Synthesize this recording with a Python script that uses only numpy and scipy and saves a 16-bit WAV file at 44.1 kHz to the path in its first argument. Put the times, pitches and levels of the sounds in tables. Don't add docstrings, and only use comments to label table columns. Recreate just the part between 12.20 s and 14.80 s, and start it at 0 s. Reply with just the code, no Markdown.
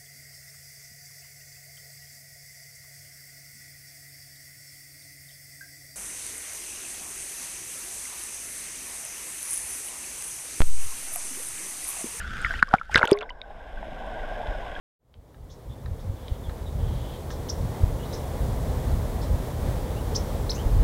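import sys
import numpy as np
from scipy import signal
from scipy.fft import rfft, irfft
from scipy.io import wavfile
from scipy.ndimage import uniform_filter1d

SR = 44100
rng = np.random.default_rng(int(sys.argv[2]) if len(sys.argv) > 2 else 0)


def transcribe(u):
    v = np.clip(np.atleast_2d(u).T, -1, 1)
    q = np.round(v * 32767).astype(np.int16)
    wavfile.write(sys.argv[1], SR, q)


N = 114660
TIME = np.arange(N) / SR
AGE = np.arange(int(.3 * SR)) / SR

# frequency_hz, density_db
FALL_SPECTRUM = [(100, -7.5), (220, -11), (320, -20), (700, -19.5), (1050, -24.5), (1300, -6.5), (1520, 0),
                 (1850, -13), (2500, -20), (3400, -19), (4200, -27.5), (5000, -28), (8000, -36),
                 (11000, -40.5), (14500, -49), (16000, -65)]
WIND_SPECTRUM = [(20, -9), (62, 13), (105, -7.5), (220, -29), (330, -47.5)]
ROAR_SPECTRUM = [(100, -7), (240, -8), (340, -10), (500, -3.5), (610, 1.5), (760, 0.5), (950, -8.5),
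                 (1120, -8.5), (1270, -23), (1450, -7.5), (1590, -2.5), (1800, -19.5), (2080, -19),
                 (2400, -29), (3200, -33), (3750, -26.5), (4400, -42.5), (5200, -30.5), (6000, -44.5),
                 (8200, -43.5), (9800, -58), (11500, -44), (13200, -56), (16000, -69)]
BURBLE_SPECTRUM = [(70, -30), (130, -4.5), (235, 0), (340, -8), (500, -56)]
FIZZ_SPECTRUM = [(1200, -16), (2000, 4.5), (3400, 0.5), (4400, -15.5), (5200, -18.5), (6200, -18.5),
                 (8500, -23), (13000, -26), (15000, -60)]
RUMBLE_SPECTRUM = [(8, -7.5), (25, 5), (46, -1.5), (65, -9.5), (100, -22.5), (160, -38), (400, -68)]

# time_s, level_db
FALL_LEVEL = [(0, -39.5), (.2, -36.5), (.4, -34.5), (.412, -48.5), (.68, -53.5), (.705, -48.5), (.715, -32),
              (.79, -42.5), (.82, -58), (.95, -76)]
ROAR_LEVEL = [(.72, -70), (.96, -45), (1.15, -50), (1.35, -45.5), (1.6, -43.5), (1.85, -38.5),
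              (2.06, -36.5), (2.3, -35.5), (2.6, -38.5)]
BURBLE_LEVEL = [(1.4, -87), (1.6, -49), (1.8, -51.5), (2.1, -56), (2.6, -79)]
FIZZ_LEVEL = [(1.15, -78), (1.3, -63.5), (1.6, -56), (2.1, -51.5), (2.58, -50.5)]
RUMBLE_LEVEL = [(0, -43.5), (.25, -33.5), (.38, -31.5), (.43, -41.5), (.6, -45), (.78, -46.5), (.88, -48),
                (1.2, -44.5), (1.45, -40.5), (1.54, -35.5), (2.1, -39), (2.6, -33.5)]
PATTER_LEVEL = [(0, -47.5), (.2, -36.5), (.36, -47), (.41, -54), (.465, -56), (.48, -45), (.535, -37.5),
                (.58, -51.5), (.72, -56.5), (.775, -34.5), (.9, -75)]
FROTH_LEVEL = [(.46, -65), (.525, -42), (.6, -57.5), (.7, -75), (.745, -45), (.77, -27), (.805, -37.5),
               (.845, -28.5), (.868, -44), (.885, -35.5), (.925, -26.5), (.96, -49), (1.0, -57),
               (1.022, -34.5), (1.06, -58), (1.2, -71)]

# start_s, pitch_hz, level_db, t60_s
THUMPS = [(.427, 194, -23, 0.017), (.539, 176, -10, 0.011), (.7566, 237, -8, 0.0022),
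          (.779, 66, -22, 0.014), (.838, 325, -13, 0.0022), (0.9185, 207, -12, 0.0074),
          (.9188, 414, -5.5, 0.0083), (2.281, 38, -19, .09)]
# start_s, centre_hz, level_db
SNAPS = [(0.217, 8650, -32), (.3385, 860, -27), (.489, 4830, -36.5), (.786, 3770, -22.5),
         (0.7424, 6100, -20), (0.7777, 8000, -22.5), (0.854, 6300, -30.5), (0.8562, 12200, -34),
         (0.877, 7900, -30), (0.9064, 4660, -32), (0.9141, 9100, -17.5), (0.914, 3380, -19),
         (.9681, 10400, -45.5), (.9732, 2100, -30.5), (0.9879, 3700, -29), (1.0087, 2740, -28),
         (1.013, 2230, -26), (1.0974, 5020, -39), (1.2157, 2310, -32.5), (1.629, 1960, -33.5),
         (1.866, 8800, -50), (2.272, 3230, -35)]
# start_s, pitch_hz, level_db, t60_s
BUBBLES = [(0.247, 2000, -11, 0.0079), (.261, 1845, -20.5, .02), (.266, 1285, -26.5, .02),
           (.299, 673, -37.5, 0.06), (0.307, 1570, -18.5, 0.018), (.3935, 2520, -29, 0.011),
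           (0.5314, 875, -19, 0.013), (.5385, 774, -3.5, 0.021), (.556, 1400, -23, 0.0096),
           (.584, 2260, -30.5, 0.012), (0.613, 1338, -22, .015), (.695, 823, -29.5, 0.025),
           (0.7454, 1930, -5, 0.0066), (.7535, 5030, -19.5, 0.0047), (0.7577, 3660, -9, 0.0055),
           (.758, 2000, -9.5, 0.015), (0.78, 2690, -12, 0.0027), (0.7783, 1090, -24.5, 0.016),
           (0.812, 1370, -18.5, 0.013), (.8133, 605, -20, 0.01), (0.819, 2120, -21, 0.011),
           (.826, 526, -21, 0.014), (.8385, 910, -15.5, 0.02), (0.8522, 470, -21, 0.0081),
           (.853, 3170, -22, 0.0053), (0.874, 2950, -16, 0.0025), (.88, 1415, -25, 0.029),
           (.881, 555, -27.5, 0.023), (0.8922, 3560, -31, 0.0065), (.9057, 915, -26, 0.012),
           (.919, 518, -15.5, 0.013), (0.9304, 4990, -19.5, 0.0081), (.938, 591, -35, 0.11),
           (.949, 1085, -32, 0.034), (1.02, 1376, -29, .012), (1.028, 3390, -34, .01),
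           (1.03, 983, -34, .033), (1.0925, 2000, -30.5, 0.016), (1.104, 2994, -33, 0.017),
           (1.104, 980, -35, 0.036), (1.2158, 3730, -28, 0.0083), (1.305, 815, -37, .06),
           (1.627, 830, -29, 0.017), (1.682, 560, -30.5, 0.0088), (1.871, 632, -30, 0.041),
           (1.994, 1953, -36.5, 0.014), (2.552, 3230, -35.5, 0.014)]
# start_s, pitch_hz, level_db, t60_s, crack_re_ring_db
SLAPS = [(0.2463, 1401, -18, 0.028, -22), (0.3392, 1900, -22.5, 0.017, -31),
         (0.423, 1340, -27.5, 0.029, -9), (0.4266, 1500, 1.5, 0.0057, -26), (.482, 1140, -36, 0.028, -16),
         (0.512, 1440, -28, 0.014, -26), (.538, 1307, -4, 0.009, -16), (.5475, 1410, -12.5, 0.01, -43),
         (0.7574, 1510, -2, 0.0078, -6), (.763, 1540, -7.5, 0.0085, -27), (.773, 1560, -14.5, .008, -4),
         (0.7755, 1620, -10, 0.011, -20), (0.7923, 1350, -12, 0.005, -12),
         (0.8297, 1454, -2.5, 0.0069, -26), (0.8538, 1540, -20.5, 0.012, -13)]

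BUBBLE_RISE_CYCLES, BUBBLE_GLIDE = 1.87, 0.0088
RING_CURVE = 1.68


def amp(db):
    return 10 ** (np.asarray(db) / 20)


def unit(x):
    return x / np.sqrt(np.mean(x ** 2) + 1e-20)


def level(points):
    return amp(np.interp(TIME, *np.transpose(points)))


def fade(t60_s, curve=1):
    return np.exp(-np.log(1000) * (AGE / t60_s) ** curve)


def onset(rise_s):
    return np.sin(np.pi / 2 * np.minimum(AGE / rise_s, 1)) ** 2


def add(mix, start_s, sound):
    part = mix[max(round(start_s * SR), 0):][:len(sound)]
    part += sound[:len(part)]


def colour(x, spectrum, cavity_hz=1656, ripple_db=1):
    hz, db = np.transpose(spectrum)
    f = np.fft.rfftfreq(N, 1 / SR)
    overtones_db = ripple_db * np.cos(2 * np.pi * f / cavity_hz) * (f > 2100) * (f < 9500)
    outline_db = np.interp(np.log(f + 1), np.log(hz), db)
    return unit(irfft(rfft(x) * amp(outline_db + overtones_db), N))


def churn(depth_db, patch_cells):
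    cells = signal.stft(rng.standard_normal(N), nperseg=512)[2]
    patches = uniform_filter1d(rng.standard_normal(cells.shape), patch_cells, axis=0)
    patches = unit(uniform_filter1d(patches, patch_cells, axis=1))
    return unit(signal.istft(cells * amp(depth_db * patches), nperseg=512)[1][:N])


def clicks(per_s, spread_db):
    size = amp(spread_db * np.minimum(rng.exponential(1, N), 4))
    return size * rng.choice([-1, 1], N) * (rng.random(N) < per_s / SR)


def ring(hz, t60_s, rise_s, glide=0):
    shape = onset(rise_s) * fade(t60_s, RING_CURVE)
    pitch_hz = hz * (1 + glide * np.minimum(AGE / t60_s, 2))
    return shape / shape.max() * np.sin(2 * np.pi * np.cumsum(pitch_hz) / SR)


def burst(hz, relative_width, t60_s):
    drive = 0.41 * rng.standard_normal(len(AGE)) * fade(t60_s)
    drive[0] += 1
    edges_hz = np.clip([hz / (1 + relative_width / 2), hz * (1 + relative_width / 2)], 50, .49 * SR)
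    band = signal.sosfilt(signal.butter(1, edges_hz, "band", fs=SR, output="sos"), drive)
    softened = signal.sosfilt(signal.butter(2, min(0.97 * hz, .45 * SR), fs=SR, output="sos"), band)
    return softened / abs(softened).max()


def echo(x, tail_db=-12.5, cutoff_hz=3020):
    tail = rng.standard_normal(len(AGE)) * fade(t60_s=0.027) * onset(rise_s=0.0016)
    tail = signal.sosfilt(signal.butter(2, cutoff_hz, fs=SR, output="sos"), tail / np.linalg.norm(tail))
    return x + amp(tail_db) * signal.oaconvolve(x, tail)[:N]


def waterfall():
    rush = colour(churn(depth_db=3.5, patch_cells=4), FALL_SPECTRUM)
    wind = amp(-2.5) * colour(rng.standard_normal(N), WIND_SPECTRUM)
    return level(FALL_LEVEL) * (rush + wind)


def glugs(per_s=260, sizes=40, t60_cycles=38.6):
    out = np.zeros(N)
    for hz in np.geomspace(538.3, 3770, sizes):
        births = clicks(per_s / sizes, spread_db=3.5)
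        pulsation = hz * ring(hz, t60_cycles / hz, BUBBLE_RISE_CYCLES / hz, BUBBLE_GLIDE)
        out += signal.oaconvolve(births, pulsation)[:N]
    return unit(out)


def roar():
    pops = amp(-14) * unit(clicks(per_s=77, spread_db=0.5))
    clouds = colour(churn(depth_db=0.63, patch_cells=6) + pops, ROAR_SPECTRUM)
    gurgle = amp(-3.5) * colour(glugs(), ROAR_SPECTRUM)
    return level(ROAR_LEVEL) * unit(clouds + gurgle)


def burble():
    return level(BURBLE_LEVEL) * colour(rng.standard_normal(N), BURBLE_SPECTRUM)


def fizz():
    return level(FIZZ_LEVEL) * colour(clicks(per_s=1800, spread_db=1.5), FIZZ_SPECTRUM)


def rumble():
    return level(RUMBLE_LEVEL) * colour(rng.standard_normal(N), RUMBLE_SPECTRUM)


def patter():
    return level(PATTER_LEVEL) * colour(clicks(per_s=1800, spread_db=8.5), FALL_SPECTRUM)


def froth(per_s=5000, sizes=32, t60_cycles=19, tilt_db_per_octave=-6.5, submerged_s=0.94):
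    out = np.zeros(N)
    for hz in np.geomspace(477, 12200, sizes):
        gain = amp(tilt_db_per_octave * np.log2(max(hz / 1500, 1)))
        pulsation = gain * ring(hz, t60_cycles / hz, 1 / hz, BUBBLE_GLIDE)
        muffle = amp(-36 * (TIME > submerged_s) * (hz > 4000))
        births = clicks(per_s / sizes, spread_db=4.5) * muffle
        out += signal.oaconvolve(births, pulsation)[:N]
    return level(FROTH_LEVEL) * unit(out)


def thumps(rise_cycles=0.39):
    out = np.zeros(N)
    for start_s, hz, db, t60_s in THUMPS:
        add(out, start_s, amp(db) * ring(hz, t60_s, rise_cycles / hz))
    return out


def snaps():
    out = np.zeros(N)
    for start_s, hz, db in SNAPS:
        add(out, start_s, amp(db) * burst(hz, relative_width=0.19, t60_s=0.0068))
    return out


def bubbles():
    out = np.zeros(N)
    for start_s, hz, db, t60_s in BUBBLES:
        add(out, start_s, amp(db) * ring(hz, t60_s, BUBBLE_RISE_CYCLES / hz, BUBBLE_GLIDE))
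    return out


def gulp(start_s=.9192, hz=405, rise_hz_per_s2=2600):
    out = np.zeros(N)
    quick = amp(-1.5) * fade(t60_s=0.039)
    lingering = amp(-26.5) * fade(t60_s=0.23, curve=RING_CURVE)
    pitch_hz = hz + rise_hz_per_s2 * AGE ** 2
    tone = np.sin(2 * np.pi * np.cumsum(pitch_hz) / SR)
    add(out, start_s, onset(1 / hz) * (quick + lingering) * tone)
    return out


def slaps(rise_s=0.00121):
    out = np.zeros(N)
    for start_s, hz, db, t60_s, crack_db in SLAPS:
        add(out, start_s, amp(db) * ring(hz, t60_s, rise_s))
        crack = burst(hz=3250, relative_width=0.69, t60_s=0.011)
        add(out, start_s + rise_s / 2, amp(db + crack_db) * crack)
    return out


def scene():
    background = waterfall() + roar() + burble() + fizz() + rumble() + patter() + froth()
    close = slaps() + snaps() + thumps() + bubbles() + gulp()
    return (background + echo(close))[None]


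def record(dry, treble_hz=14000, band_limit_hz=15800):
    clipped = np.clip(dry, -1, 1)
    dull = signal.sosfilt(signal.butter(4, treble_hz, fs=SR, output="sos"), clipped)
    band_limit = signal.firwin(255, band_limit_hz, window=("kaiser", 9), fs=SR)
    return signal.oaconvolve(dull, band_limit[None], "same")


dry = scene()
out = record(dry)
transcribe(out)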